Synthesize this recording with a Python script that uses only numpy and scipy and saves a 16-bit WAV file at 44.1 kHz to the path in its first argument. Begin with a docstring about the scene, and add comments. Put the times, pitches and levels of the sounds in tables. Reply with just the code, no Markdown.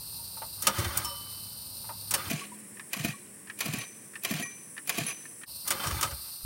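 """On a lawn, a small quad-bike engine is pull-started seven times and never fires; insects hiss in the trees.
Each pull: the handle knocks, the pawls clack in, the cord rasps, the cylinder chuffs, and the frame rings on.
Contacts and cord are noise filtered by resonances, strokes are sines with air noise, the frame is decaying modes.
The middle pulls are played fast-forward, twice as quick and an octave up; Hz and decays are at natural speed."""
import sys
import numpy as np
from scipy import signal
from scipy.fft import rfft, irfft, next_fast_len
from scipy.io import wavfile

SR = 44100
rng = np.random.default_rng(int(sys.argv[2]) if len(sys.argv) > 2 else 0)


def transcribe(u):
    """Save the signal u as a 16-bit wav file named by the first command-line argument.

    u: samples, shape (n,) or (channels, n), limited to [-1, 1]; the rate is SR.
    q: integer samples, one column per channel.
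    """
    v = np.clip(np.atleast_2d(u).T, -1, 1)
    q = np.round(v * 32767).astype(np.int16)
    wavfile.write(sys.argv[1], SR, q)


N = 284445

FAST_FROM, FAST_TO = 2.29, 5.46  # the double-speed stretch, in seconds of playing time
LENGTH = N + round((FAST_TO - FAST_FROM) * SR)  # samples at natural speed

# Pulls: the pawls tick out, slam into their cup, and the cord runs until its end.
# Each row: slam in seconds, slam level in dB, slam tilt in dB per octave, lead of the tick in seconds of
# lawn time, tick level in dB, end of the cord's run in seconds, cord level in dB; levels are relative.
PULLS = [(.668, -10.5, -3.5, .047, -21.5, 1.01, -37), (2.138, -14.5, -2, 0.031, -18.5, 2.44, -39),
         (2.931, -18, -4, 0.023, -39, 3.11, -40), (3.605, -15, -4.5, 0.033, -22, 3.836, -39),
         (4.247, -17, -4.5, .026, -19, 4.43, -37), (4.893, -13.5, -4, 0.04, -20, 5.12, -37.5),
         (5.7041, -15.5, -2.5, .029, -19, 6.05, -37)]
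# Turns of the engine: the piston gulps air as the gears clatter, then booms into the pipe unless it stalls.
# Each row: start in seconds, gulp level in dB, clatter level in dB, gap to the boom in seconds of lawn time,
# boom level in dB, nominal boom pitch in Hz; levels are relative.
TURNS = [(.776, -31.5, -19.5, .074, -28.5, 72.4), (.954, -36, -27.5, .08, -43, 70),
         (2.262, -39, -36, .08, -51, 70), (2.302, -31.5, -14.5, .062, -27.5, 73.4),
         (2.962, -40.5, -24, .07, -29.5, 73), (3.042, -30.5, -15.5, .086, -29.5, 74),
         (3.652, -33.5, -18, .062, -27.5, 77), (3.73, -35.5, -17.5, .088, -33.5, 69),
         (4.305, -32.5, -17, .07, -28, 75), (4.393, -35, -23.5, .08, -48, 69.6),
         (4.977, -32.5, -15, .06, -29.5, 72), (5.039, -40, -41, .08, -50, 70),
         (5.857, -34.5, -18.5, .056, -28.5, 69), (5.945, -37, -33, .08, -50, 68),
         (6.038, -39, -26, .077, -35, 63.7)]
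# Stops: the steel frame is struck as a pull ends. Each row: start in seconds, clack level in dB, ring level
# in dB, tilt of the ring in dB per octave, factor on the ring time; levels are relative.
STOPS = [(1.045, -22.5, -36, -1.5, 0.82), (3.106, -36, -50, -8.5, 0.7), (3.784, -27, -38.5, -1.5, 0.95),
         (4.424, -39, -34, -3.5, 0.87), (5.065, -22.5, -35.5, 5, 0.83), (6.027, -18, -38, -8.5, 0.14)]
# Spectrum of scraping and rattling parts. Each row: frequency in Hz, level in dB.
RASP = [(70, 5.5), (150, 7), (280, 5.5), (480, -1), (1000, 4), (1400, 2), (1850, -2.5), (4000, -5.5),
        (7000, -9), (11000, -26), (16000, -1.5)]


def gain_of(db):
    """Level law: decibels to an amplitude ratio."""
    return 10 ** (np.asarray(db) / 20)


def evened(x):
    """Normalization of signal power: scales to rms 1."""
    return x / np.sqrt(np.mean(x ** 2) + 1e-20)


def read(points, hz):
    """Interpolation on a logarithmic frequency axis."""
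    f, value = np.transpose(points)
    return np.interp(np.log(hz + 1), np.log(f + 1), value)


def natural(s):
    """Time scaling: playing time to the time that passes on the lawn."""
    return s + np.clip(s - FAST_FROM, 0, FAST_TO - FAST_FROM)


def add(mix, s, sound, lag=0):
    """Superposition: adds a sound at playing time s, plus a lag in lawn time."""
    part = mix[round((natural(s) + lag) * SR):][:len(sound)]
    part += sound[:len(part)]


def seconds(size):
    """Sampling: the time axis of a signal in seconds."""
    return np.arange(size) / SR


def noise(spectrum, size, colour=None, tilt_db=0):
    """Spectral shaping of white noise; colour adds resonances, given as rows of Hz and dB."""
    n = next_fast_len(size)
    hz = np.fft.rfftfreq(n, 1 / SR)
    db = read(spectrum, hz) + tilt_db * np.log2(1 + hz / 1000)
    if colour is not None:
        db = db + read(colour, hz)
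    white = rng.standard_normal(n)
    return evened(irfft(rfft(white) * gain_of(db), n)[:size])


def flutter(per_s, size):
    """Slow random modulation of rms 1: straight lines between random knots, per_s of them a second."""
    knots = rng.standard_normal(size)
    return evened(np.interp(seconds(size) * per_s, np.arange(size), knots))


def follow(curve):
    """Envelope interpolation: a curve of (playing s, value) laid on the natural time axis."""
    s, value = np.transpose(curve)
    return np.interp(seconds(LENGTH), natural(s), value)


def blow(x, t60, bass_lag, rise=0.00077):
    """Frequency-dependent damping: noise dies band by band; treble starts first and bass builds up."""
    hz, t, z = signal.stft(x, SR, nperseg=128)
    rise_time = rise + bass_lag / (1 + hz[:, None] / 900)
    onset = 1 - np.exp(-t / rise_time)
    decay = gain_of(-60 * t / read(t60, hz)[:, None])
    return signal.istft(z * decay * onset, SR, nperseg=128)[1][:len(x)]


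def housing(ripple_db=4.0, spacing_hz=26):
    """Modal density: the metal casing's main resonances over a thicket of small modes, as rows of Hz and dB."""
    # Strongest resonances. Each row: frequency in Hz, width in Hz, lift in dB (before they are summed).
    main_modes = [(353.6, 16, 9.5), (568, 20, 12.5), (918, 14, 11), (1218, 95, 10.5), (1548, 92, 10.5),
                  (2157, 25, 9), (2435, 33, 6.5), (2890, 450, 4), (5640, 180, 7), (7920, 69, 12.5),
                  (9290, 560, 11.5)]
    hz = np.fft.rfftfreq(8192, 1 / SR)
    lift = 1 + sum((gain_of(db) - 1) / (1 + (2 * (hz - f) / width) ** 2) for f, width, db in main_modes)
    small_modes = np.clip(rng.standard_normal(len(hz)), -2, 2)
    thicket = np.interp(hz / spacing_hz, np.arange(len(hz)), small_modes)
    return np.column_stack([hz, 20 * np.log10(lift) + ripple_db * thicket * np.minimum(hz / 2500, 1)])


def contact(casing, ripple_db, spacing_hz):
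    """Modal participation: each point of contact favours its own few modes of the casing."""
    hz, db = np.transpose(casing)
    own = np.interp(hz / spacing_hz, np.arange(len(hz)), rng.standard_normal(len(hz)))
    return np.column_stack([hz, db + ripple_db * np.clip(own, -2, 2) * np.minimum(hz / 1000, 1)])


def coupled(casing, share):
    """Partial coupling: the casing's colour, its dB scaled by a share, for a part that drives it less."""
    hz, db = np.transpose(casing)
    return np.column_stack([hz, share * db])


def garden(shimmer_db=-0.96, yard_db=-55, hum_hz=103, rumble_share=0.16):
    """Incoherent background: an insect chorus over low rumble that swells a little with a distant hum."""
    # Spectrum of the insects. Each row: frequency in Hz, level in dB.
    insect_spectrum = [(1470, -51), (2500, -22), (2640, -9.5), (3230, -20), (4020, 0.5), (4440, 2.5),
                       (4880, 1.5), (6810, -17), (7530, -11.5), (9080, 5.5), (11200, -9), (12800, 0.5),
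                       (13900, 2), (15200, -7.5), (16000, -15)]
    # Level of the insects. Each row: playing time in seconds, level in dB.
    chorus_level = [(0, -41), (2.2, -42.5), (3.4, -44.5), (4.6, -44), (5.4, -42), (6.45, -41.5)]
    # Spectrum of the outdoor rumble. Each row: frequency in Hz, level in dB.
    yard_spectrum = [(30, -11.5), (55, 0), (95, -2), (165, -3), (240, -7.5), (350, -16), (480, -16),
                     (565, -12), (660, -19.5), (920, -11.5), (1300, -18.5), (2000, -27.5), (4000, -20),
                     (9000, -74)]
    # Hum of a distant machine, before it wavers. Each row: playing time in seconds, level in dB.
    hum_level = [(0, -56.5), (1.5, -54.5), (2.3, -51.5), (2.8, -54), (3.3, -58), (5.4, -64), (6.45, -101)]
    shimmer = shimmer_db * flutter(60, LENGTH)
    insects = noise(insect_spectrum, LENGTH) * gain_of(follow(chorus_level) + shimmer)
    hum_db = follow(hum_level)
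    waver_db = 2.5 * flutter(9, LENGTH)
    hum_pitch = hum_hz + 2.6 * flutter(13, LENGTH)
    hum = np.sin(2 * np.pi * np.cumsum(hum_pitch) / SR) * gain_of(hum_db + waver_db)
    rumble_db = yard_db + rumble_share * (hum_db - hum_db.mean())
    return insects + noise(yard_spectrum, LENGTH) * gain_of(rumble_db) + hum


def bodywork(swell=0.014):
    """Heavily damped panel modes: soft hollow notes as the plastic is jolted and settles."""
    # Stray hollow notes. Each row: start in seconds, level in dB, pitch in Hz.
    stray_notes = [(0.188, -52.5, 925), (.675, -39, 204), (2.413, -39.5, 564), (2.517, -43, 487),
                   (6.024, -34, 1293)]
    out, t = np.zeros(LENGTH), seconds(size=8192)
    # lag in s, level in dB and pitch in Hz; the jolt's level is against its slam
    notes = [(s, 0.01178, db - 28, 535) for s, db, *_ in PULLS]
    notes += [(s, 0.058, -45.5, 559) for s, *_ in STOPS]
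    notes += [(s, 0, db, hz) for s, db, hz in stray_notes]
    shape = t / swell * np.exp(1 - t / swell)
    for s, lag, db, hz in notes:
        add(out, s, gain_of(db) * shape * np.sin(2 * np.pi * hz * t), lag)
    return out


def knocks(level_db=-2.0, low_t60=0.16, high_t60=0.085, seat_hz=905, seat_db=-5, seat_t60=0.11):
    """Impact excitation: plastic double knocks of the handle, each with the short note of its seat."""
    # The rewound handle touches its seat, then knocks home. Each row: knock in seconds, relative level
    # in dB, lead of the touch in seconds of lawn time.
    handle_knocks = [(.418, -33.5, 0.048), (1.891, -34, 0.049), (2.796, -34.5, .052), (3.498, -32, 0.052),
                     (4.155, -33.5, 0.038), (4.778, -33, 0.024), (5.254, -41.5, 0.1), (5.434, -34, 0.038)]
    # Spectrum of the plastic. Each row: frequency in Hz, level in dB.
    knock_spectrum = [(300, -28.5), (570, -6.5), (760, -8), (900, 6.5), (1050, -7), (1220, -2), (1700, -14),
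                      (2800, -17), (5000, -38), (12000, -42)]
    out, t = np.zeros(LENGTH), seconds(size=8192)
    seat = gain_of(seat_db - 60 * t / seat_t60) * np.sin(2 * np.pi * seat_hz * t)
    t60 = [(600, low_t60), (3000, high_t60)]  # (Hz, s)
    for s, db, lead in handle_knocks:
        for lag, softer_db in [(-lead, -10), (0, 0)]:  # the touch, then the knock
            snap = blow(noise(knock_spectrum, len(t)), t60, bass_lag=0.0012, rise=.0003)
            add(out, s, gain_of(db + softer_db + level_db) * (snap + seat), lag)
    return out


def rattle(casing, per_s=17, spread_db=4, t60=0.16, count=12):
    """Random impulse trains: loose parts tick by chance, each ringing the casing in its own way."""
    out, t = np.zeros(LENGTH), seconds(size=4096)
    for part in range(count):
        strength_db = spread_db * np.clip(rng.standard_normal(LENGTH), -2, 1.5)
        ticks = (rng.random(LENGTH) < per_s / SR) * gain_of(strength_db)
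        colour = contact(casing, ripple_db=9.5, spacing_hz=59.77)
        ring = noise(RASP, len(t), colour) * gain_of(-60 * t / t60)
        out += signal.oaconvolve(ticks, ring)[:LENGTH]
    return evened(out)


def cord(casing, rattle_db=-2, hiss_db=-8, slack_db=-12, rewind_db=-15, run_down=0.03, rewind_time=0.39,
         slack_time=0.046, grip_time=0.043):
    """Friction noise: slack is taken up, the pulley rasps and rattles, then whispers as the spring rewinds."""
    t, level = seconds(LENGTH), np.zeros(LENGTH)
    for slam, _, _, lead, _, end, db in PULLS:
        since_tick = t - natural(slam) + lead
        since_end = np.maximum(t - natural(end), 0)
        speed = np.interp(since_tick, [-slack_time, 0, grip_time], [0, gain_of(slack_db), 1])
        pulling = np.exp(-since_end / run_down)
        rewinding = gain_of(rewind_db) * np.exp(-(since_end / rewind_time) ** 2)
        level += gain_of(db) * speed * (pulling + rewinding)
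    hiss = noise(RASP, LENGTH, casing)
    return level * (gain_of(rattle_db) * rattle(casing) + gain_of(hiss_db) * hiss)


def impacts():
    """Contact mechanics: each steel contact's start s, lag s, dB, tilt dB per octave, rise s and decay factor."""
    # The pawls snap free of the cup. Each row: start in seconds, relative level in dB, tilt in dB per octave.
    releases = [(.971, -15.5, 6), (5.084, -30, -3), (5.835, -25.5, -5.5), (6.009, -22, -.5)]
    small_rise, small_tilt_db = 0.0013, -5.5  # s and dB per octave, for the lighter engine contacts
    backlash_lead, backlash_db = 0.0074, -11  # s; the gears touch before they clatter, dB against the clatter
    valve_lead, valve_db = .007, 2  # s; the valve clicks open before the boom, dB against the boom
    hits = []
    for s, db, tilt_db, lead, tick_db, _, _ in PULLS:
        tick_tilt_db = 2 - 0.3 * (tick_db + 19.5)  # softer ticks are given a brighter tilt
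        hits += [(s, -lead, tick_db, tick_tilt_db, 0.0012, 0.9), (s, 0, db, tilt_db, 0.00082, 1.02)]
    for s, _, db, gap, boom_db, _ in TURNS:
        hits += [(s, -backlash_lead, db + backlash_db, small_tilt_db, small_rise, 1),
                 (s, .006, db, -2.5, 0.011, 1.16),
                 (s, gap - valve_lead, boom_db + valve_db, small_tilt_db, small_rise, 1)]
    # a stop's clack is 5 dB per octave brighter than its ring
    hits += [(s, 0, db, tilt_db + 5, .0006, 1) for s, db, _, tilt_db, _ in STOPS]
    return hits + [(s, 0, db, tilt_db, 0.00086, 1) for s, db, tilt_db in releases]


def clacks(casing, level_db=1, bass_lag=0.019, tail_db=-24, tail_t60=0.33):
    """Impact and reverberant decay: steel parts slam and chatter briefly; the casing rings on faintly."""
    # Spectrum of steel on steel. Each row: frequency in Hz, level in dB.
    clack_spectrum = [(90, -54), (200, -10.5), (500, -10), (950, -1), (1800, -3.5), (3500, -1.5),
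                      (5500, -0.5), (7000, -0.5), (10000, -4), (16000, 0.5)]
    # Decay before each contact's factor. Each row: frequency in Hz, time to fall 60 dB in seconds.
    clack_t60 = [(300, 0.16), (1000, 0.086), (3000, .07), (8000, 0.073), (15000, 0.057)]
    out, t = np.zeros(LENGTH), seconds(size=8192)
    for s, lag, db, tilt_db, rise, hold in impacts():
        chatter = gain_of(1.8 * flutter(900, len(t)))
        colour = contact(casing, ripple_db=1.0, spacing_hz=87.8)
        metal = noise(clack_spectrum, len(t), colour, tilt_db) * chatter
        t60 = [(hz, band_t60 * hold) for hz, band_t60 in clack_t60]
        tail_level = gain_of(tail_db - 60 * t / tail_t60) * np.minimum(t / 0.0051, 1)
        tail = noise(RASP, len(t), casing) * tail_level
        add(out, s, gain_of(db + level_db) * (blow(metal, t60, bass_lag, rise) + tail), lag)
    return out


def frame(level_db=-2, twin_db=-11, split_hz=13):
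    """Modal ringing of steel tubing: the strike's tilt weights the modes; each beats with a close twin."""
    # Modes. Each row: frequency in Hz, relative level in dB, 60 dB decay in seconds before the strike's factor.
    modes = [(951, -4.5, 0.61), (1176, -6, 1.06), (1210, -6.5, 0.61), (1225, -3, 0.14), (3000, -29, 2),
             (3028, -3.5, 2), (5354, 5, 0.46)]
    out, t = np.zeros(LENGTH), seconds(size=50000)
    strikes = [(s, db, tilt_db, hold) for s, _, db, tilt_db, hold in STOPS]
    # each slam rings the frame too, 29 dB softer and damped by the bracing hand
    strikes += [(s, db - 29, 1, 0.31) for s, db, *_ in PULLS]
    for s, db, tilt_db, hold in strikes:
        for hz, mode_db, t60 in modes:
            phase, twin_phase, apart = rng.random(3)
            twin_hz = hz + split_hz * (.5 + apart)
            twin = np.sin(2 * np.pi * (twin_hz * t + twin_phase)) * gain_of(twin_db)
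            pair = (np.sin(2 * np.pi * (hz * t + phase)) + twin) * (1 - np.exp(-t / 0.00076))
            strike_db = db + level_db + mode_db + tilt_db * np.log2(hz / 2500)
            add(out, s, pair * gain_of(strike_db - 60 * t / (t60 * hold)))
    return out


def cylinder(swell=0.021, sag=0.075, boom_db=1, valve_db=1, echo_db=-12, echo_delay=.052):
    """Pulsed flow and reflection: strokes boom with sagging pitch, air rushes, and the wall sends it back."""
    # Spectrum of air in the airbox. Each row: frequency in Hz, level in dB.
    airbox_spectrum = [(80, 1), (125, 7.5), (210, -7), (275, -19.5), (345, 3), (420, -37), (700, -54),
                       (1500, -60)]
    gulp_hz, pipe_rasp_db = 101.9, -18
    out, t = np.zeros(LENGTH), seconds(size=12000)
    shape = (t / swell) ** 2 * np.exp(2 * (1 - t / swell))
    for s, gulp_db, clatter_db, gap, pipe_db, pipe_hz in TURNS:
        gulp_rasp_db = 0.5 + 0.5 * (clatter_db + 16)  # a slower turn draws its air more smoothly
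        strokes = [(0, gulp_db, gulp_hz, gulp_rasp_db), (gap, pipe_db, pipe_hz, pipe_rasp_db)]
        for lag, db, hz, rasp_db in strokes:
            pitch = hz * (1 + sag * (np.exp(-t / 0.016) - .5) + 0.098 * flutter(70, len(t)))
            boom = np.sin(2 * np.pi * np.cumsum(pitch) / SR)
            air = gain_of(rasp_db + valve_db) * noise(airbox_spectrum, len(t))
            add(out, s, gain_of(db) * shape * (gain_of(boom_db) * boom + air), lag)
    return out + gain_of(echo_db) * np.roll(out, round(echo_delay * SR))


def near_insect(level_db=-54, start=4.35, swell=0.73, hz=5050, width_hz=350):
    """Amplitude-modulated band noise: one more insect joins in with a narrow, fluttering buzz."""
    band = [(hz - 2 * width_hz, -50), (hz - width_hz / 2, 0), (hz + width_hz / 2, 0), (hz + 2 * width_hz, -50)]
    buzz = noise(band, LENGTH)
    level = follow([(start, 0), (start + swell / 2, 1), (5.4, 1), (5.7, 0)])
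    return buzz * level * gain_of(level_db + 0.97 * flutter(60, LENGTH))


def scene(low_cut_hz=46, cord_coupling=0.88):
    """Superposition and time compression: all sources, high-passed; the middle runs at double speed."""
    casing = housing()
    lawn = garden() + bodywork() + knocks() + cord(coupled(casing, cord_coupling))
    lawn += clacks(casing) + frame() + cylinder() + near_insect()
    high_pass = signal.butter(2, low_cut_hz, "high", fs=SR, output="sos")
    lawn = signal.sosfiltfilt(high_pass, lawn)
    first, count = round(FAST_FROM * SR), LENGTH - N
    fast = signal.resample_poly(lawn[first:first + 2 * count], 1, 2)
    return np.concatenate([lawn[:first], fast, lawn[first + 2 * count:]])[None]


def record(dry, dip_db=-16, dip_width=0.016, edge_hz=16100):
    """Band limiting: the level dips briefly where normal speed returns, then a low-pass trims the treble."""
    dip = gain_of(dip_db * np.exp(-((seconds(N) - FAST_TO) / dip_width) ** 2))
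    low_pass = signal.firwin(511, edge_hz, window=("kaiser", 9), fs=SR)
    return signal.oaconvolve(dry * dip, low_pass[None], "same")


dry = scene()
out = record(dry)
transcribe(out)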